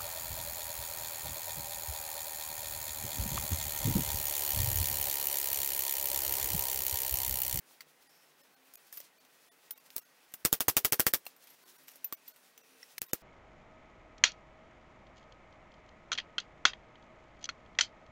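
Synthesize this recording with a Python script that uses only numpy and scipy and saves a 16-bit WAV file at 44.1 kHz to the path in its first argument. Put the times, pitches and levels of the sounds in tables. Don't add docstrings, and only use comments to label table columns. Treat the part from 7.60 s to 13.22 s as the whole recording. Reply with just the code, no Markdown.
import sys
import numpy as np
from scipy import signal
from scipy.fft import rfft, irfft, next_fast_len
from scipy.io import wavfile
from scipy.ndimage import uniform_filter1d

SR = 44100
rng = np.random.default_rng(int(sys.argv[2]) if len(sys.argv) > 2 else 0)


def invert_db(x):
    u = np.asarray(x, float) / 20
    return 10 ** u


def generate_wav(signal):
    frames = np.transpose(np.atleast_2d(signal))
    scaled = np.clip(frames, -1, 1) * 32767
    pcm = np.round(scaled).astype(np.int16)
    wavfile.write(sys.argv[1], SR, pcm)


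N = 247842
TIME_S = np.arange(N) / SR

# (frequency [Hz], density [dB per Hz])
HISS = [(18, -58), (30, -62), (171, -12.5), (261, -10.5), (359, -8.5), (467, -7.5), (858, -7), (953, -8.5),
        (1310, -9), (5590, -10.5), (7280, -13), (14100, -11), (16500, -8.5)]
# (frequency [Hz], width [Hz], level [dB])
MACHINES = [(151.7, 19, -88.5), (264.3, 16, -80.5), (461, 15, -82), (1532, 47, -82.5), (1893, 32, -80.5),
            (2060, 97, -86.5), (2547, 1000, -82)]
# (time [s], rustle level [dB])
SLEEVES = [(0.0, -67.5), (0.12, -62.5), (0.28, -69), (0.74, -68), (0.8, -65), (1.0, -65), (1.27, -63),
           (1.63, -67), (2.0, -65.5), (2.27, -64.5), (2.57, -65), (3.7, -63), (4.1, -58.5), (4.62, -65.5),
           (5.02, -69.5), (5.29, -59.5), (5.5, -65), (5.62, -60.5)]
ROOM_DB, DUCK_DB, DUCK_S = -69, -0.5, 0.26

# (start [s], end [s], level [dB])
SLIDES = [
    (1.322, 1.404, -53.5),
    (3.83, 3.96, -71),
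    (4.271, 4.33, -62),
]
# (start [s], end [s], level [dB], frequency [Hz])
DRAGS = [(.46, .7, -73, 5400), (.49, .62, -74, 13100), (5.05, 5.3, -76, 9700), (4.95, 5.3, -77, 5900),
         (4.29, 4.38, -74, 5600), (5.462, 5.497, -58, 14100), (3.88, 3.96, -68, 12400),
         (4.9, 5.37, -73, 460), (5.0, 5.35, -76, 2500), (4.0, 4.2, -75, 380), (4.55, 4.7, -75, 2600)]
SLIDE_GRIP_S, SLIDE_FADE_DB = 0.0059, -4.5

# (time [s], treble peak [dB], high ring [Hz], ring [dB rel], mid band [dB rel])
TAPS = [(0.2064, -42, 15100, -9, 0.5), (1.1367, -36.5, 14200, -24, -19), (1.1543, -36, 14300, -6, -24.5),
        (1.3257, -33, 13600, -14, -22), (1.3718, -32, 14500, -4, -10), (1.4015, -34, 14900, -13, -7),
        (2.1072, -27, 14300, -6.5, -18), (2.176, -45, 13200, -8, -9), (2.3796, -24, 15100, -20, -34),
        (2.7381, -25.5, 13700, -18, -17), (3.6644, -27, 13800, -22, -16), (4.2806, -38.5, 12300, -15, -5.5),
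        (4.3558, -39, 12400, -13, -28), (4.4428, -31.5, 14000, 4.5, -14), (4.524, -24.5, 14260, -7.5, -13),
        (4.6784, -39, 14000, -1.5, -10), (4.9764, -43, 14700, -10.5, -7), (5.2277, -60.5, 14800, -17, 11),
        (5.38, -25.5, 14700, -25, -4)]
# (time [s], treble peak [dB], mid band [dB rel])
TICKS = [(1.268, -53, -20), (1.649, -55.5, -1), (2.261, -49.5, -4.5), (2.303, -46, -6), (2.72, -49, -10),
         (3.653, -39.5, -25), (3.763, -47, -18), (3.8388, -46, -19), (3.871, -45.5, -4), (3.902, -43, -28),
         (4.078, -56.5, 0.5), (4.233, -49, -29), (4.315, -55, -2), (4.335, -58, 2), (4.377, -67, -3),
         (4.7606, -49, -5), (5.495, -58, 3)]
# (time [s], peak [dB], frequency [Hz])
RINGS = [(0.2058, -32, 4600), (0.2058, -34, 2090), (1.3268, -40, 1770), (1.3707, -39, 4800),
         (2.1075, -27.5, 10340), (2.3629, -18, 15800), (3.6646, -27, 2730), (3.6651, -29, 4210),
         (4.4432, -33, 5930), (4.4432, -36, 2610), (4.5235, -24, 1164), (4.6772, -41, 4600),
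         (4.9775, -39.5, 6040), (5.229, -30.5, 5480), (5.2295, -34.5, 1950), (5.5322, -12.5, 13900)]
# (time [s], peak [dB], frequency [Hz])
KNOCKS = [(0.109, -43, 890), (0.268, -45, 507), (1.402, -39, 580), (2.362, -35, 330), (2.737, -39.5, 165),
          (3.498, -43, 393), (3.665, -31, 760), (4.357, -45, 550), (4.524, -30.5, 306), (5.416, -33, 278),
          (5.532, -17, 280)]
TICK_HZ, TICK_RING_DB, TICK_MID_DB = 12200, -13.5, 1.5
TAP_T60_S, TAP_RING_T60_S, TAP_KNOCK_DB = 0.065, 0.077, -23
RING_T60_S, KNOCK_T60_S = 0.033, 0.025
PAIR_HZ = 330

# (time [s], peak [dB], thump [dB rel], slap-back delay [ms], slap-back [dB rel])
BLOWS = [(2.3637, -19, -28, 5.3, -16), (2.8499, -12, -5, 6.2, -0.5), (2.9277, -5, -12.5, 8.1, -11.5),
         (3.005, -12.5, -13.5, 5.4, -5.5), (3.0824, -9, -8.5, 4.9, -2.5), (3.1671, -10, -12.5, 6, 0),
         (3.247, -12, -16.5, 5.4, 0), (3.3224, -10, -12.5, 8.5, -2), (3.3961, -8, -11, 6.6, -5.5),
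         (3.466, -9.5, -9.5, 5.9, -3), (3.5364, -9, -19, 7.3, -5.5), (5.417, -17.5, -20, 10, -16),
         (5.5328, -15, -4, 10, -16)]
# (time [s], peak [dB], frequency [Hz])
SPOTS = [(2.3645, -36, 4370), (2.848, -22, 2000), (2.9269, -23, 3630), (3.005, -26, 3630),
         (3.0819, -10.5, 1100), (3.1686, -15.5, 2880), (3.247, -18.5, 3080), (3.3222, -23, 2300),
         (3.3948, -12, 1580), (3.466, -10, 1820), (3.5358, -14, 1680), (5.416, -30, 2670),
         (5.5329, -19, 1290)]
# (time [s], peak [dB], frequency [Hz])
TONES = [(3.005, -19.5, 570), (3.167, -49, 470), (3.248, -40, 840), (3.322, -19, 880), (3.395, -23, 664),
         (3.536, -27, 660), (5.532, -19, 429), (2.8488, -10, 8140), (2.9271, -8, 7340), (3.0818, -13, 8000),
         (3.1666, -17.5, 8440), (3.3222, -15, 8500), (3.466, -12, 4650), (5.5322, -12.5, 6820)]
MID_DB = -9
SPOT_T60_S, SPOT_T60_POWER = 0.014, 1
TONE_T60_S = 0.021

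# (frequency [Hz], level [dB], t60 [s])
SHEET = [(9750, 3, 0.13), (9800, -15, 0.1), (11960, -27, 0.016), (12200, 5.5, 0.099), (13600, -26, 0.021),
         (13700, -11, 0.02), (14700, 0, 0.072)]
# (frequency [Hz], level [dB], t60 [s])
ANVIL = [(111, -20, 0.01), (326, -3, 0.081), (479, -1.5, 0.072), (772, -18, 0.11)]
# (frequency [Hz], density [dB per Hz])
CRACK = [(470, -4), (800, 0.5), (3060, -8), (4330, -13), (8410, -15), (13900, -14.5), (15300, -5.5),
         (16200, -18), (17000, -29.5)]
# (frequency [Hz], density [dB per Hz])
RATTLE = [(59, -17.5), (100, -8.5), (1860, -5.5), (2460, -8), (2800, -6), (4030, -8.5), (5680, -4.5),
          (6190, -7.5), (9520, -8), (10400, -6.5), (14900, 0), (15900, -8.5), (17000, -81)]

# (centre [s], length [ms], depth [dB])
GAPS = [(1.165, 13, -30), (1.903, 24, -35), (2.844, 4, -30), (2.996, 9, -20), (3.078, 5, -30),
        (3.162, 4, -12), (3.315, 8, -18), (3.527, 10, -20), (3.968, 30, -5), (5.401, 26, -70),
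        (5.524, 14, -35)]
SHALLOW_GAPS = [.485, .826, .956, 1.595, 2.149, 2.192, 2.408, 2.443, 4.048, 4.176, 4.561, 4.73, 5.026,
                5.477]
SHALLOW_MS, SHALLOW_DB = 14, -13
TOP_HZ, QUIET_TOP_HZ = 16500, 15700


def colour(x, points, lo_hz=0, hi_hz=30000):
    size = next_fast_len(len(x) + 4096)
    hz = np.arange(size // 2 + 1) * SR / size + 1
    point_hz, point_db = np.array(points).T
    gain = invert_db(np.interp(np.log(hz), np.log(point_hz), point_db))
    gain = gain / np.sqrt((1 + (lo_hz / hz) ** 4) * (1 + (hz / hi_hz) ** 4))
    return irfft(rfft(x, size) * gain / np.sqrt(np.mean(gain ** 2)), size)[:len(x)]


def highpass(x, hz):
    return signal.sosfilt(signal.butter(1, hz, "high", fs=SR, output="sos"), x)


def add(track, s, piece):
    i = max(int(s * SR), 0)
    track[i:i + len(piece)] += piece[:N - i]


def wander(count):
    held = np.repeat(rng.standard_normal(N // count + 1), count)[:N]
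    return uniform_filter1d(held, size=count)


def grit(rough_db, count=12):
    noise = rng.standard_normal(N)
    jumps = np.repeat(rng.standard_normal(N // count + 1), count)[:N]
    x = noise * invert_db(rough_db * jumps)
    return x / np.std(x)


def narrow(hz, width_hz):
    return colour(rng.standard_normal(N), [(hz - width_hz, -35), (hz, 0), (hz + width_hz, -35)])


def puff(rise_s, t60_s):
    t = np.arange(int(SR * .12)) / SR
    return (1 - np.exp(-(t / rise_s) ** 2)) * invert_db(-60 * t / t60_s)


def ring(modes, chance, spread_db, stretch):
    t = np.arange(int(SR * .12)) / SR
    total = np.zeros(len(t))
    for (hz, db, t60_s), c in zip(modes, chance):
        decay = invert_db(db + spread_db * c - 60 * t / (t60_s * stretch))
        total += decay * np.sin(2 * np.pi * hz * (1 + 0.01 * c) * t)
    return (1 - np.exp(-t / .0003)) * total


def tone(hz, t60_s, stretch):
    return ring([(hz, 0, t60_s)], [0], 0, stretch)


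def crack_shape(peak_s, fall_s):
    t = np.arange(int(SR * .02)) / SR - .005 - peak_s
    return np.where(t < 0, np.exp(-(3 * t / peak_s) ** 2 / 2), np.exp(-t / fall_s))


def snap(noise, fall_s, lo_hz, hi_hz):
    piece = colour(crack_shape(.0013, fall_s) * noise, CRACK, lo_hz, hi_hz)
    return piece / np.max(np.abs(piece))


def air():
    flicker = wander(count=1500)
    sleeve_db = np.interp(TIME_S, *np.transpose(SLEEVES))
    duck_db = sum(DUCK_DB * np.exp(-np.abs(TIME_S - s) / DUCK_S) * (TIME_S > s) for s, *_ in BLOWS)
    room_db = ROOM_DB + .5 * flicker + .25 * (sleeve_db + 68.5)
    hum = colour(rng.standard_normal(N), HISS, hi_hz=2560) * invert_db(room_db)
    for hz, width_hz, db in MACHINES:
        hum = hum + invert_db(db + 3.24 * wander(count=5000)) * narrow(hz, width_hz)
    rustle = np.zeros(N)
    for lo_hz, hi_hz, db in ((2700, 7000, -6.5), (6000, 11700, -6.5), (11200, 34000, -5.5)):
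        rustle += invert_db(db + 3.2 * wander(count=2500)) * colour(grit(1.2), HISS, lo_hz, hi_hz)
    return (hum + rustle * invert_db(sleeve_db + 2.6 * flicker)) * invert_db(duck_db)


def slides():
    level = np.zeros(N)
    for start, end, db in SLIDES:
        corners_s = [start, start + SLIDE_GRIP_S, end - SLIDE_GRIP_S, end]
        level += invert_db(db) * np.interp(TIME_S, corners_s, [0, 1, invert_db(SLIDE_FADE_DB), 0])
    slips = grit(5.5) * level
    body = ring(SHEET, np.zeros(len(SHEET)), 0, .22)
    out = signal.fftconvolve(slips, body / np.linalg.norm(body))[:N] * invert_db(-1.5)
    out = out + colour(slips, RATTLE, lo_hz=2940) * invert_db(-0.5)
    for start, end, db, hz in DRAGS:
        corners_s = start + (end - start) * np.array([0, .15, .6, 1])
        swell = np.interp(TIME_S, corners_s, [0, 1, 1, 0])
        out = out + invert_db(db) * narrow(hz, min(1300, hz / 3)) * swell
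    return out


def taps():
    high, mid, low, direct = np.zeros((4, N))
    ticks = [(s, db, TICK_HZ, TICK_RING_DB, TICK_MID_DB + mid_db) for s, db, mid_db in TICKS]
    rows = TAPS + ticks
    chance = rng.standard_normal((len(rows), len(SHEET)))
    noise = rng.standard_normal((len(rows), 2, int(SR * .02)))
    for (s, db, hz, ring_db, mid_db), c, n in zip(rows, chance, noise):
        add(direct, s - .005, invert_db(db - 5.5) * snap(n[0], 0.0014, 5650, 33000))
        add(direct, s - .005, invert_db(db + mid_db) * snap(n[1], 0.0005, 1700, 8100))
        add(direct, s + 0.0003, -invert_db(db + TAP_KNOCK_DB - 12) * puff(0.00029, 0.035))
        high_tail = puff(0.0011, 0.0067) + invert_db(-7.5) * puff(0.00067, TAP_T60_S)
        add(high, s + 0.00046, invert_db(db - 9.5) * high_tail)
        mid_tail = puff(0.0015, 0.01) + invert_db(-1.0) * puff(0.0021, TAP_T60_S)
        add(mid, s, invert_db(db + mid_db - 4.5) * mid_tail)
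        add(low, s, invert_db(db + TAP_KNOCK_DB + 1.5) * puff(0.0029, 0.031))
        beating = [(hz + k * PAIR_HZ, -3 * abs(k), TAP_RING_T60_S / (1 + abs(k)))
                   for k in (1, 0, 2.5, -3.5)]
        add(direct, s + 0.0012, invert_db(db + ring_db) * ring(beating, c * .7, 1, 1))
        add(direct, s + 0.0012, invert_db(db - 31.5) * ring(SHEET, c, 3.7, .6))
    for table, t60_s in ((RINGS, RING_T60_S), (KNOCKS, KNOCK_T60_S)):
        for s, db, hz in table:
            add(direct, s + 0.0008, invert_db(db - 8.0) * tone(hz, t60_s, 0.65))
    for s, db, hz in KNOCKS:
        add(low, s, invert_db(db - 25.5) * puff(0.0038, 0.033))
    tails = colour(high * grit(2.1), RATTLE, lo_hz=7400)
    tails = tails + colour(mid * grit(8.3), RATTLE, lo_hz=1590, hi_hz=7200)
    tails = tails + colour(low * grit(3.6), RATTLE, lo_hz=246, hi_hz=1480)
    return tails + highpass(direct, 50)


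def hammer():
    crack, tail, sizzle, boom, thump = np.zeros((5, N))
    chance = rng.standard_normal((len(BLOWS), len(ANVIL)))
    noise = rng.standard_normal((len(BLOWS), 2, int(SR * .02)))
    for (s, db, thump_db, lag_ms, slap_db), c, n in zip(BLOWS, chance, noise):
        add(tail, s - .005, invert_db(db - 38.5) * puff(0.00024, 0.096))
        add(crack, s - .005, invert_db(db + 2) * snap(n[0], .0005, 7000, 30000))
        add(crack, s - .005, invert_db(db + slap_db + MID_DB) * snap(n[1], 0.0012, 1270, 5900))
        add(tail, s + 0.00014, invert_db(db + slap_db - 8.5) * puff(0.0056, 0.075))
        add(sizzle, s + 0.00063, invert_db(db + slap_db / 2 - 15.5) * puff(0.0016, 0.085))
        add(boom, s + 0.0028, invert_db(db + slap_db - 33.5) * puff(0.0055, 0.15))
        add(tail, s + lag_ms / 1000 - .001, invert_db(db + slap_db - 7.5) * puff(0.00067, 0.017))
        add(tail, s + 2 * lag_ms / 1000, invert_db(db + slap_db - 21.5) * puff(0.00087, 0.024))
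        add(thump, s + 0.00109, -invert_db(db - 7.5) * puff(.00004, 0.0007))
        anvil = puff(0.00016, 0.0046) + invert_db(-17.5) * ring(ANVIL, c, 1.6, 0.61)
        add(thump, s + 0.00088, -invert_db(db + thump_db) * anvil)
    for s, db, hz in SPOTS:
        lean = colour(rng.standard_normal(int(SR * .12)), [(hz / 1.7, -30), (hz, 0), (hz * 1.5, -30)])
        add(crack, s + .002, invert_db(db - 26.5) * puff(0.0083, 0.073) * lean)
        t60_s = SPOT_T60_S * (hz / 2000) ** SPOT_T60_POWER
        add(crack, s + 0.001045, invert_db(db - 1.0) * tone(hz, t60_s, 0.47))
    for s, db, hz in TONES:
        add(crack, s + 0.001053, invert_db(db - 7.0) * tone(hz, TONE_T60_S, 0.55))
    rattle = colour(tail * grit(2.93, count=40), RATTLE)
    rattle = rattle + colour(sizzle * grit(2.3, count=90), RATTLE, lo_hz=11100)
    return crack + rattle + boom * narrow(467, 380) + highpass(thump, 40)


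def scene():
    return (hammer() + taps() + slides() + air())[None]


def dropouts(x):
    gain, kept = np.ones(N), np.zeros(N)
    t = np.arange(-.04, .04, 1 / SR)
    bass = signal.sosfiltfilt(signal.butter(2, 200, fs=SR, output="sos"), x)
    upper = x - bass
    for s, ms, db in GAPS + [(s, SHALLOW_MS, SHALLOW_DB) for s in SHALLOW_GAPS]:
        add(gain, s + t[0], -np.exp(-(1800 * t / ms) ** 6) * (1 - invert_db(db)))
        start = s - ms / 2000 - .012
        lines = np.abs(rfft(upper[0, int(start * SR):][:768] * np.hanning(768)))
        bands = ((9, 26), (26, 60), (60, 120), (150, 265))
        hz = np.array([[lo + np.argmax(lines[lo:hi])] for lo, hi in bands]) * SR / 768
        tones = np.sin(2 * np.pi * hz * t + hz).sum(axis=0)
        add(kept, s + t[0], (10 < ms < 25) * np.exp(-(t / .013) ** 4) * tones)
    return bass + upper * gain + invert_db(-71.5) * kept


def low_pass(x):
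    return signal.sosfilt(signal.butter(12, 17170, fs=SR, output="sos"), x)


def record(dry):
    x = dropouts(np.tanh(dry / .9) * .9)
    x = signal.sosfiltfilt(signal.butter(10, TOP_HZ, fs=SR, output="sos"), x)
    dull = signal.sosfiltfilt(signal.ellip(8, .1, 60, QUIET_TOP_HZ, fs=SR, output="sos"), x)
    loud = np.clip(uniform_filter1d(np.abs(x), size=128) / invert_db(-41) - 1, 0, 1)
    mix = dull + loud * (x - dull)
    return low_pass(mix)


dry = scene()
out = record(dry)
generate_wav(out)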